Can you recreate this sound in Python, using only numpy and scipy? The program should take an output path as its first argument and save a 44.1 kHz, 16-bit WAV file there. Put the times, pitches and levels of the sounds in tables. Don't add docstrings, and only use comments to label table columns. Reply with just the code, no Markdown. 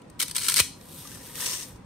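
import sys
import numpy as np
from scipy import signal
from scipy.fft import rfft, irfft
from scipy.io import wavfile
from scipy.ndimage import uniform_filter1d

SR = 44100
rng = np.random.default_rng(int(sys.argv[2]) if len(sys.argv) > 2 else 0)


def persist_wave(psi):
    counts = np.round(np.clip(psi, -1, 1) * 32767).astype(np.int16)
    wavfile.write(sys.argv[1], SR, np.atleast_2d(counts).T)


N = 81585
T = np.arange(N) / SR
BAND_LIMIT_HZ = 15750
# pitch_hz, width_hz, gain_db
POT_RESONANCES = [(993, 83, 4.5), (1840, 120, 9.5), (2660, 140, -4.5)]


def amp(db):
    return 10 ** (np.asarray(db) / 20)


def unit(x):
    return x / np.sqrt(np.mean(x ** 2) + 1e-20)


def read(points, hz):
    table_hz, value = np.transpose(points)
    return np.interp(np.log(hz + 1), np.log(table_hz), value)


def envelope(points):
    time_s, db = np.transpose(points)
    return amp(np.interp(T, time_s, db, left=-np.inf, right=-np.inf))


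def add(mix, start_s, sound):
    part = mix[..., max(round(start_s * SR), 0):][..., :sound.shape[-1]]
    part += sound[..., :part.shape[-1]]


def convolve(x, response):
    return signal.fftconvolve(np.atleast_2d(x), np.atleast_2d(response), axes=1)[:, :N]


def colour(x, points, size=2048):
    log_gain = np.log(amp(read(points, abs(np.fft.fftfreq(size, 1 / SR)))))
    taps = np.fft.ifft(np.exp(np.conj(signal.hilbert(log_gain)))).real
    return convolve(x, taps / np.linalg.norm(taps))


def equalise(x, points):
    return irfft(rfft(x) * amp(read(points, np.fft.rfftfreq(N, 1 / SR))), N)


def resonate(x, rings):
    return x + sum(amp(db) * signal.lfilter(*signal.iirpeak(hz, hz / width, SR), x)
                   for hz, width, db in rings)


def clicks(per_s, spread_db, size=N):
    chance, strength, sign = rng.random((3, size))
    gain = amp(spread_db * np.minimum(-np.log(strength), np.pi))
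    return unit((chance < per_s / SR) * np.sign(sign - .5) * gain)


def ticks(per_s, spread_db, count=16, fall_s=0.00098):
    t = T[:SR // 100]
    grains = rng.standard_normal((count, 2, len(t))) * np.exp(-t / fall_s)
    return unit(sum(convolve(clicks(per_s / count, spread_db), unit(grain)) for grain in grains))


def volley(db, fall_s, rise_s=0.00031, size=2048):
    t = T[:size]
    burst = np.array([clicks(per_s=20000, spread_db=2, size=size) for _ in range(2)])
    burst = burst * (1 - np.exp(-t / rise_s)) * np.exp(-t / fall_s)
    return np.pi * amp(db) * burst / np.linalg.norm(burst, axis=1, keepdims=True)


def knock(start_s, db, hz, rise_s):
    t, out = T[:SR // 8], np.zeros(N)
    swell = t / rise_s * np.exp(1 - t / rise_s)
    phase = 2 * np.pi * np.cumsum(hz * np.ones(len(t))) / SR
    add(out, start_s, amp(db) * swell * np.sin(phase))
    return out


def kitchen(mid_side, tail_db=-12, build_s=0.0017):
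    # frequency_hz, t60_s
    decay = [(200, 0.05), (700, 0.11), (1700, 0.26), (4500, 0.37), (9000, 0.33), (15000, 0.24)]
    # frequency_hz, side_gain_db
    width = [(500, -11.5), (2300, -8.5), (3500, -5.5), (5300, -2), (8000, -2), (9500, -5.5), (11500, -16.5),
             (15000, -6.5)]
    t = T[:SR // 2]
    reflections = rng.standard_normal((2, len(t))) * (1 - np.exp(-(t / build_s) ** 2))
    hz, age, spectra = signal.stft(reflections, SR, nperseg=256)
    spectra = spectra * amp(-60 * age / read(decay, hz)[:, None])
    tail = unit(signal.istft(spectra, SR)[1][:, :len(t)]) / np.sqrt(len(t))
    mid, side = mid_side + amp(tail_db) * convolve(mid_side[0], tail)
    side = equalise(side, width)
    return np.array([mid + side, mid - side])


def stove(level_db=-48, patch_db=2):
    # frequency_hz, relative_db
    spectrum = [(15, -41), (25, -7.5), (139, 1), (271, -4), (404, -9), (501, -5.5), (655, -17),
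                (952, -13.5), (1760, -22.5), (2240, -23), (2630, -25), (4260, -32.5), (7280, -38.5),
                (8320, -40), (15000, -51)]
    # frequency_hz, correlation
    likeness = [(100, 0.99), (300, .75), (600, 0.27), (1100, 0.37), (4000, 0.13)]
    hz = np.fft.rfftfreq(2048, 1 / SR)
    noise = rng.standard_normal((5, N // 512 + 5, len(hz)))
    left, unrelated = noise[0] + 1j * noise[1], noise[2] + 1j * noise[3]
    alike = read(likeness, hz)
    right = alike * left + np.sqrt(1 - alike ** 2) * unrelated
    patches = unit(uniform_filter1d(uniform_filter1d(noise[4], size=5, axis=0), size=6, axis=1))
    spectra = np.array([left, right]) * amp(read(spectrum, hz) + patch_db * patches)
    _, rumble = signal.istft(spectra, nperseg=2048, noverlap=1536, time_axis=1, freq_axis=2)
    return amp(level_db) * unit(rumble[:, :N])


def fan():
    # pitch_hz, level_db, width_hz
    bands = [(166.5, -61, 24.5), (272, -61, 18.5), (976, -65, 38)]
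    hz, hum = np.fft.rfftfreq(N, 1 / SR), 0
    for pitch_hz, db, width_hz in bands:
        band = rfft(rng.standard_normal(N)) / (1 + (2 * (hz - pitch_hz) / width_hz) ** 2)
        hum = hum + amp(db) * unit(irfft(band, N))
    return hum


def bubbles(count=24, per_s=600, centre_hz=1810, spread_octaves=0.403, fall_cycles=7.5, rise=0.031):
    # time_s, level_db
    bubbling = [(.98, -77), (1.07, -57.5), (1.15, -57), (1.3, -56.5), (1.42, -45.5), (1.6, -55),
                (1.72, -64)]
    t, notes = T[:SR // 20], 0
    for pitch_offset, pan in rng.standard_normal((count, 2)):
        hz = centre_hz * 2 ** (spread_octaves * pitch_offset)
        age = t * hz / fall_cycles
        note = np.exp(-age) * np.sin(2 * np.pi * hz * t * (1 + rise * age / 2))
        notes = notes + convolve(clicks(per_s / count, spread_db=2), [note, pan * note])
    return envelope(bubbling) * unit(resonate(notes, POT_RESONANCES))


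def plop():
    return knock(start_s=1.052, db=-42, hz=1195, rise_s=0.003)


def sliding():
    # time_s, level_db
    slide = [(.72, -75), (.82, -58.5), (.88, -53), (.93, -48.5), (1.0, -47), (1.1, -52.5), (1.15, -48.5),
             (1.2, -56.5), (1.26, -46.5), (1.33, -51), (1.36, -42), (1.42, -35.5), (1.5, -41.5),
             (1.62, -49.5), (1.7, -53), (1.78, -78)]
    # frequency_hz, relative_db
    spectrum = [(300, -14), (1000, -3.5), (2000, -4.5), (3500, 3.5), (6000, -2.5), (9000, 2.5),
                (12500, 5.5), (15500, -5)]
    return colour(envelope(slide) * ticks(per_s=3500, spread_db=1.5), spectrum)


def landing():
    # time_s, level_db
    patter = [(1.0, -60), (1.07, -52.5), (1.2, -55), (1.33, -58.5), (1.41, -42), (1.47, -35), (1.54, -36),
              (1.58, -42), (1.63, -41), (1.67, -61.5), (1.78, -70)]
    # start_s, level_db
    clumps = [(1.073, -30.5), (1.116, -35), (1.148, -36.5), (1.355, -27), (1.405, -21), (1.411, -28),
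              (1.460, -15.5), (1.465, -18), (1.532, -18.5), (1.596, -26), (1.759, -48)]
    # frequency_hz, relative_db
    spectrum = [(200, -10), (480, 0.5), (760, -13.5), (1100, -3.5), (1800, -10), (2800, 2), (4400, 0.5),
                (5900, 6.5), (7300, 0.5), (9500, 0), (11000, -2.5), (15500, -9)]
    # frequency_hz, side_gain_db
    width = [(1500, 3.5), (2500, 7.5), (5000, 1.5), (7500, -0.5), (10500, -12), (14000, -5)]
    hits = envelope(patter) * ticks(per_s=3400, spread_db=2)
    for start_s, db in clumps:
        add(hits, start_s, volley(db, fall_s=0.0045))
    mid, side = colour(resonate(hits, POT_RESONANCES), spectrum)
    return np.array([mid, equalise(side, width)])


def thump(start_hz=264, end_hz=80, sag_s=0.00375):
    sinking_hz = end_hz + (start_hz - end_hz) * np.exp(-T[:SR // 8] / sag_s)
    woody = knock(start_s=0.601, db=-22.5, hz=444, rise_s=0.00099)
    push = knock(start_s=0.604, db=-30.5, hz=sinking_hz, rise_s=0.0076)
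    return woody + push


def ringing_pieces(db, count=9, centre_hz=2983, spread_octaves=0.65, t60_s=0.038):
    t = T[:2048]
    hz = np.minimum(centre_hz * 2 ** (spread_octaves * rng.standard_normal((count, 1))), BAND_LIMIT_HZ)
    ring = rng.standard_normal((2, count)) @ np.sin(2 * np.pi * hz * t) * amp(-60 * t / t60_s)
    return np.pi * amp(db) * ring / np.linalg.norm(ring, axis=1, keepdims=True)


def breaking(crack_db=-2, ring_db=-7.5, body_lift_db=12.5, body_edge_hz=1900):
    # start_s, relative_db, relative_body_db, fall_s
    cracks = [(0.018, -48.5, -2, 0.0035), (0.099, -40, -20, 0.0036), (0.193, -24, -21, 0.0035),
              (0.2, -10, -25, 0.0047), (0.2041, -11, -20, 0.002), (0.2145, -13, -14, 0.0029),
              (0.2242, -13.5, -9, 0.0042), (0.2267, -11.5, -9.5, 0.0057), (0.2812, -21.5, -12, 0.0025),
              (0.297, -27.5, -7.5, 0.0041), (0.3112, -20, -10, 0.0043), (0.3495, -19.5, -18, 0.0024),
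              (0.356, -17.5, -6, 0.0035), (0.364, -9.5, -12.5, 0.0026), (0.3677, -17.5, -8.5, 0.0042),
              (0.381, -14, -10, 0.0035), (0.414, -21, -7, 0.005), (0.421, -20.5, -16, 0.0032),
              (0.433, -19.5, -15, 0.0026), (0.4447, -16.5, -14.5, 0.004), (0.449, -20.5, -17, 0.0026),
              (0.4653, -17, -15, 0.0032), (0.4718, -27, -3, 0.0035), (0.484, -6, -9.5, 0.0029),
              (0.487, -8.5, -11, 0.0038), (0.4972, -10.5, -7.5, 0.0032), (0.52, -12.5, -9.5, 0.0035),
              (0.541, -7.5, -18, 0.0025), (0.5607, -8, -18, 0.0035), (0.5669, -8, -8, 0.0035),
              (0.5805, -8, -6, 0.0024), (0.5896, -15.5, 4, 0.0071), (0.5963, -8.5, -4, 0.0028),
              (0.6004, -1.5, -7.5, 0.0037), (0.6029, -8.5, -9, 0.0038), (0.812, -37.5, -21, 0.0015)]
    # time_s, level_db
    strain = [(.185, -77), (.2, -31), (.23, -31), (.245, -52), (.31, -51), (.342, -67), (.352, -37),
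              (.43, -37), (.5, -31.5), (.555, -35), (.57, -25.5), (.6, -26.5), (.615, -43), (.66, -61),
              (.72, -69)]
    # pitch_hz, width_hz, gain_db
    bundle = [(990, 103, -2), (1390, 100, 0.5), (2297, 160, 1), (3056, 235, 2), (3820, 250, -4),
              (4170, 224, -0.5)]
    # frequency_hz, relative_db
    strand = [(100, -25), (450, -12), (760, -20), (1050, -8), (1700, -4), (3000, -3.5), (4400, -0.5),
              (5300, -1), (7200, -0.5), (9500, 3), (12500, -1.5), (15500, -7.5)]
    low_pass = signal.butter(1, body_edge_hz, fs=SR)
    force = envelope(strain) * ticks(per_s=1300, spread_db=2.5)
    for start_s, db, body_db, fall_s in cracks:
        burst = volley(db + crack_db, fall_s) + ringing_pieces(db + crack_db + ring_db)
        body = signal.lfilter(*low_pass, burst)
        treble = burst - body
        add(force, start_s, treble + amp(body_db + body_lift_db) * body)
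    return colour(resonate(force, bundle), strand)


def scene():
    pasta = breaking() + sliding() + landing() + bubbles()
    return kitchen(pasta) + thump() + plop() + stove() + fan()


def record(dry):
    # frequency_hz, gain_db
    left_port = [(3800, -0.5), (5800, 3), (7000, 2.5), (7880, -10), (8040, 17), (8450, 5.5), (8680, 12),
                 (9000, 3), (10300, -0.5)]
    low_cut_hz, ceiling = 32, 0.75
    channels = np.array([equalise(dry[0], left_port), dry[1]])
    channels = signal.sosfilt(signal.butter(2, low_cut_hz, "high", fs=SR, output="sos"), channels)
    rounded = ceiling * np.tanh(channels / ceiling)
    low_pass = signal.firwin(601, BAND_LIMIT_HZ, window=("kaiser", 9), fs=SR)
    return signal.oaconvolve(rounded, low_pass[None], "same")


dry = scene()
out = record(dry)
persist_wave(out)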